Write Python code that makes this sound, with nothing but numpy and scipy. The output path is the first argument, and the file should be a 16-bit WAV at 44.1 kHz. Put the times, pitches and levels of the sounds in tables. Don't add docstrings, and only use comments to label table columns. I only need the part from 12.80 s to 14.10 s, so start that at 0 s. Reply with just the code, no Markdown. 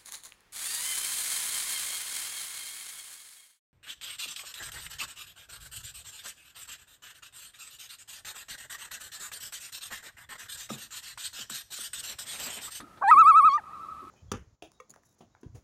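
import sys
import numpy as np
from scipy import signal
from scipy.fft import rfft, irfft
from scipy.io import wavfile
from scipy.ndimage import uniform_filter1d

SR = 44100
rng = np.random.default_rng(int(sys.argv[2]) if len(sys.argv) > 2 else 0)


def wrap_up_sound(samples):
    columns = np.atleast_2d(samples).T
    tamed = np.clip(columns, -1, 1)
    steps = np.round(tamed * 32767).astype(np.int16)
    wavfile.write(sys.argv[1], SR, steps)


N = 57330
T = np.arange(N) / SR

# start in seconds, lowest pitch in Hz,
# highest pitch in Hz, level in dB, overtone offset in dB.
WARBLE_SWINGS = [(0.263, 1075, 1291, -2.5, -2.5), (0.35, 1072, 1326, -5.5, 3), (0.439, 1093, 1320, -6, 1),
                 (0.528, 1089, 1315, -7.5, 0.5), (0.617, 1078, 1302, -9, -1)]
# time in seconds, pitch in Hz, level in dB.
RASP_PATH = [(.211, 850, -44), (.22, 974, -32.5), (.225, 1073, -27.5), (.231, 1185, -26.5),
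             (.235, 1112, -31), (.24, 1130, -42.5), (.247, 1090, -52)]
OPENING_PATH = [(.236, 815, -28.5), (.242, 804.6, -23.5), (.263, 779, -21.5), (.272, 792, -21.5),
                (.281, 834.7, -17), (.293, 924.4, -14.5), (.305, 965.6, -12.5), (.311, 1052, -11.5)]
HELD_PATH = [(.698, 1094, -22.5), (.72, 1092, -23), (.742, 1173, -17), (.76, 1202, -17), (.778, 1210, -23)]
DROP_PATH = [(.777, 929, -37), (.782, 938, -28.5), (.791, 851, -37.5), (.802, 697, -47)]
# frequency in Hz, gain in dB relative to the note level.
OPENING_OVERTONES = [(1560, -10.5), (1800, -6), (1980, -16.5), (2400, -26), (2900, -42), (3300, -35.5),
                     (3900, -40), (4300, -33.5), (5000, -50.5), (6700, -46.5), (8400, -37), (10000, -49.5),
                     (12000, -61), (13500, -89.5)]
CREST_OVERTONES = [(2200, -21), (2450, -20), (2650, -34), (3300, -54.5), (3900, -38), (4400, -50.5),
                   (5000, -58.5), (5300, -45.5), (5700, -69), (6550, -49), (7000, -49.5), (7900, -47.5),
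                   (8700, -50), (9300, -68.5), (10400, -65), (11800, -60), (13000, -83), (15000, -78.5)]
TROUGH_OVERTONES = [(2200, -37), (3300, -52.5), (4400, -50.5), (5500, -65), (6600, -65), (7600, -57.5),
                    (8700, -49), (9900, -47), (11000, -57), (12500, -65), (15000, -79.5)]
HELD_OVERTONES = [(2200, -22.5), (2400, -34.5), (3300, -22.5), (3550, -40.5), (4400, -24), (4800, -46.5),
                  (5500, -46), (5900, -33.5), (6500, -44), (9000, -48.5), (12000, -66), (15000, -77)]
DROP_OVERTONES = [(1400, -7), (1850, -3.5), (2750, -22.5), (3700, -33.5), (9000, -66)]
# time in seconds, level in dB.
BREATH_LEVELS = [(.21, -83), (.25, -68.5), (.29, -58), (.313, -37.5), (.338, -50), (.355, -56.5), (.6, -67),
                 (.68, -53.5), (.73, -52.5), (.755, -50), (.775, -81.5), (.82, -72.5)]
# delay in seconds, gain in dB.
NEAR_ECHOES = [(.0046, -18), (.0083, -32.5)]
BANK_ECHOES = [(.62, -35.5), (.888, -42)]
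# delay in seconds, relative strength in dB.
TREE_SCATTER = [(.03, -24.5), (.2, -22), (.45, -12.5), (.55, 4.5), (.6, -18), (.635, 0), (.68, -8),
                (.86, -14.5), (.9, -10), (.93, -19.5), (1.2, -15)]
# frequency in Hz, gain in dB.
RIPPLE_RESPONSE = [(1300, -34), (2600, -17), (5000, -7), (8000, -7), (12000, -3)]
SHORE_RESPONSE = [(500, 3.5), (900, -9.5), (1100, -3.5), (1300, -3.5), (1900, -9.5), (2500, -3), (4000, 5),
                  (6000, 0.5), (10000, -10.5), (15000, -9.5)]
# start in seconds, level in dB, pitch in Hz, decay in seconds.
WATER_LAPS = [(.01, -47.5, 308, 0.034), (.325, -39, 306, 0.071), (0.329, -46, 143.5, .12),
              (0.439, -51, 105.5, 0.062), (.635, -46, 236, 0.036), (0.639, -42.5, 104, 0.022),
              (.94, -64, 223.3, 0.071), (1.11, -55, 75, 0.035), (1.218, -53, 322, 0.048)]
# start in seconds, level in dB, decay in seconds, cutoff in Hz.
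WATER_SPLASHES = [(0, -40, 0.011, 13100), (0.17, -52, .016, 4420)]
# frequency in Hz, relative level in dB.
BREATH_SPECTRUM = [(400, 3), (900, 7), (1800, 5), (3000, 1), (4000, 3), (5500, -14), (8000, -11),
                   (11000, -17), (13000, -14.5), (16000, -33.5)]
SPLASH_SPECTRUM = [(200, -0.5), (600, 0), (1500, 1.5), (2800, -14.5), (3800, -3.5), (5500, -21),
                   (10000, -14), (15000, -34)]
LAKE_AIR_SPECTRUM = [(25, -40), (45, -18.5), (75, -9), (120, -12), (200, -12.5), (320, -15), (450, -19.5),
                     (700, -17.5), (1000, -20), (1600, -24), (2600, -28.5), (4000, -33), (5500, -34.5),
                     (9000, -35.5), (12000, -38.5), (15500, -45.5)]

FLIP_S, FLIP_RISE_S, SETTLE_S, BREAK_S, BREAK_FALL_S = .3095, .005, .008, .778, .0064
SWING_SKEW, SWING_ROUNDING = 1.4, 1.3
DIP_DB, DIP_WIDTH, CREST_SAG_DB = -14, .21, -.95
UNDER_RATIO, UNDER_DB, UNDER_FLIP_DB, UNDER_FADE_S, MIXING_DB = .755, -44, -10, .008, -10.5
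FULL_VOICE_DB, TREBLE_HZ, BAND_LIMIT_HZ = -18, 4550, 15700
JITTER, SHIMMER_DB, BASE_FLUTTER_DB = .0015, .23, 2.5
RASP_BEAT_HZ, RASP_DEPTH, RASP_NOISE = 437.4, .45, .3
RIPPLE_DELAY_S, RIPPLE_DECAY_S = .0018, .002
TREES_DB, LINGER_DB, LINGER_DB_PER_S = -31.5, -54.5, -21
LAP_RISE_S, LAP_WIDTH_RATIO, LAKE_AIR_DB = .01, .23, -58
AGC_THRESHOLD_DB, AGC_SHARE, AGC_RECOVERY_DB_PER_S, LOW_CUT_HZ = -24, .33, 48.5, 16


def loon():
    opening = rasp() + low_note(OPENING_PATH, OPENING_OVERTONES, mellow_db_per_db=4.2)
    return opening + warble() + low_note(DROP_PATH, DROP_OVERTONES, mellow_db_per_db=0) + breath()


def warble():
    starts_s, low_hz, high_hz, swing_db, offset_db = np.transpose(WARBLE_SWINGS)
    held_start_s, held_start_hz, _ = HELD_PATH[0]
    edges_s = np.append(starts_s, held_start_s)
    middles_s = (edges_s[1:] + edges_s[:-1]) / 2
    turns = np.interp(T, edges_s, np.arange(len(edges_s)))
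    swing = np.minimum(turns.astype(int), len(starts_s) - 1)
    arch = abs(np.sin(np.pi * (turns % 1) ** SWING_SKEW)) ** SWING_ROUNDING
    held = ramp(held_start_s - SETTLE_S, SETTLE_S)
    held_hz, held_db = curves(HELD_PATH)
    trough_hz = np.interp(T, edges_s, np.append(low_hz, held_start_hz))
    hz = blend(blend(trough_hz, high_hz[swing], arch), held_hz, held)
    db = blend(np.interp(T, middles_s, swing_db), held_db, held)
    bright_db = np.interp(T, middles_s, offset_db)
    dip_db = (DIP_DB * np.exp(-(arch / DIP_WIDTH) ** .98) + CREST_SAG_DB * arch ** 4) * (1 - held)

    def overtone_db(f_hz):
        swinging_db = blend(db_at(TROUGH_OVERTONES, f_hz), db_at(CREST_OVERTONES, f_hz), arch)
        return blend(swinging_db + bright_db, db_at(HELD_OVERTONES, f_hz), held)

    phase = jittered_phase(hz)
    gate = ramp(FLIP_S, FLIP_RISE_S) * (1 - ramp(BREAK_S - BREAK_FALL_S, BREAK_FALL_S))
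    return gate * amp(db) * (voice(hz, phase, dip_db, overtone_db) + undertone(phase))


def low_note(path, overtones, mellow_db_per_db):
    hz, db = curves(path)
    gate = ramp(path[0][0], .001) * (1 - ramp(path[-1][0] - .003, .0088))
    dull_db = mellow_db_per_db * np.minimum(db - FULL_VOICE_DB, 0)

    def overtone_db(f_hz):
        return db_at(overtones, f_hz) + dull_db * np.minimum(f_hz / TREBLE_HZ, 1) ** 4

    return gate * amp(db) * voice(hz, jittered_phase(hz), 0, overtone_db)


def voice(hz, phase, fundamental_db, overtone_db):
    tone = amp(fundamental_db) * np.sin(phase)
    for k in range(2, 15):
        flutter_db = BASE_FLUTTER_DB * band(0, 42) * (2 - 2 / (k + 1))
        tone += amp(overtone_db(k * hz) + flutter_db) * (k * hz < BAND_LIMIT_HZ) * np.sin(k * phase)
    return np.sqrt(2) * tone * amp(SHIMMER_DB * band(0, 100))


def undertone(phase):
    low_phase = UNDER_RATIO * phase
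    mixing_tones = np.sin(2 * phase - low_phase) + np.sin(phase + low_phase)
    gain = amp(UNDER_DB) + amp(UNDER_FLIP_DB) * fade(FLIP_S, UNDER_FADE_S)
    return gain * (np.sin(low_phase) + amp(MIXING_DB) * mixing_tones)


def rasp():
    hz, db = curves(RASP_PATH)
    beat = np.sin(phase_of(RASP_BEAT_HZ * (1 + .11 * band(0, 67))))
    tone = np.sqrt(2) * np.sin(phase_of(hz)) * (1 + RASP_DEPTH * beat)
    gate = ramp(RASP_PATH[0][0], .002) * (1 - ramp(RASP_PATH[-1][0], .002))
    return gate * amp(db) * (tone + RASP_NOISE * band(1150, 380))


def breath():
    return amp(curves(BREATH_LEVELS)[0]) * noise(BREATH_SPECTRUM)


def ripples(call):
    facets = rng.standard_normal(N) * ramp(RIPPLE_DELAY_S, .00091) * np.exp(-T / RIPPLE_DECAY_S)
    return scatter(colour(call, RIPPLE_RESPONSE), facets)


def shore(call):
    trees = rng.standard_normal(N) * amp(curves(TREE_SCATTER)[0]) * ramp(TREE_SCATTER[0][0], .02)
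    far_call = colour(call, SHORE_RESPONSE)
    lingering = amp(LINGER_DB + LINGER_DB_PER_S * T) * band(1290, 60)
    return amp(TREES_DB) * scatter(far_call, trees) + echoes(far_call, BANK_ECHOES) + lingering


def water():
    lake = amp(LAKE_AIR_DB) * noise(LAKE_AIR_SPECTRUM)
    for start_s, db, hz, decay_s in WATER_LAPS:
        envelope = ramp(start_s, LAP_RISE_S) * fade(start_s + LAP_RISE_S, decay_s)
        lake += amp(db) * band(hz, LAP_WIDTH_RATIO * hz) * envelope
    for start_s, db, decay_s, cutoff_hz in WATER_SPLASHES:
        lowpass = signal.butter(4, cutoff_hz, fs=SR, output="sos")
        spray = signal.sosfilt(lowpass, noise(SPLASH_SPECTRUM))
        lake += amp(db) * spray * ramp(start_s, .0053) * fade(start_s + .006, decay_s)
    return lake


def echoes(x, taps):
    return sum(amp(db) * np.interp(T - delay_s, T, x, left=0) for delay_s, db in taps)


def scatter(x, impulse):
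    return signal.fftconvolve(x, impulse / np.linalg.norm(impulse))[:N]


def phase_of(hz):
    return 2 * np.pi * np.cumsum(hz) / SR


def jittered_phase(hz):
    return phase_of(hz * (1 + JITTER * band(0, 79)))


def band(centre_hz, width_hz):
    bell = np.exp(-.5 * ((np.fft.rfftfreq(N, 1 / SR) - centre_hz) / width_hz) ** 2)
    return unit_rms(irfft(rfft(rng.standard_normal(N)) * bell, N))


def noise(spectrum):
    return unit_rms(colour(rng.standard_normal(N), spectrum))


def colour(x, spectrum):
    gain = amp(db_at(spectrum, np.fft.rfftfreq(2 * N, 1 / SR)))
    return irfft(rfft(x, 2 * N) * gain)[:N]


def db_at(spectrum, hz):
    points_hz, points_db = np.transpose(spectrum)
    return np.interp(np.log(hz + 1), np.log(points_hz), points_db)


def curves(rows):
    times_s, *columns = np.transpose(rows)
    return [np.interp(T, times_s, column) for column in columns]


def ramp(start_s, length_s):
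    return np.sin(np.pi / 2 * np.clip((T - start_s) / length_s, 0, 1)) ** 2


def fade(start_s, decay_s):
    return np.exp(-np.maximum(T - start_s, 0) / decay_s)


def blend(a, b, share):
    return a + share * (b - a)


def amp(db):
    return 10 ** (np.asarray(db) / 20)


def unit_rms(x):
    return x / np.sqrt(np.mean(x ** 2) + 1e-20)


def scene():
    call = loon()
    return (call + echoes(call, NEAR_ECHOES) + ripples(call) + shore(call) + water())[None]


def record(dry):
    power_db = 10 * np.log10(abs(uniform_filter1d(dry[0] ** 2, size=400)) + 1e-12)
    recovery_db = T * AGC_RECOVERY_DB_PER_S
    peak_db = np.maximum.accumulate(power_db + recovery_db) - recovery_db
    excess_db = np.maximum(peak_db - AGC_THRESHOLD_DB, 0)
    ducked = dry / amp(AGC_SHARE * uniform_filter1d(excess_db, size=300))
    low_cut = signal.butter(2, LOW_CUT_HZ, "high", fs=SR, output="sos")
    band_limit = signal.firwin(511, BAND_LIMIT_HZ, window=("kaiser", 9), fs=SR)
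    return signal.oaconvolve(signal.sosfilt(low_cut, ducked), band_limit[None], "same")


dry = scene()
out = record(dry)
wrap_up_sound(out)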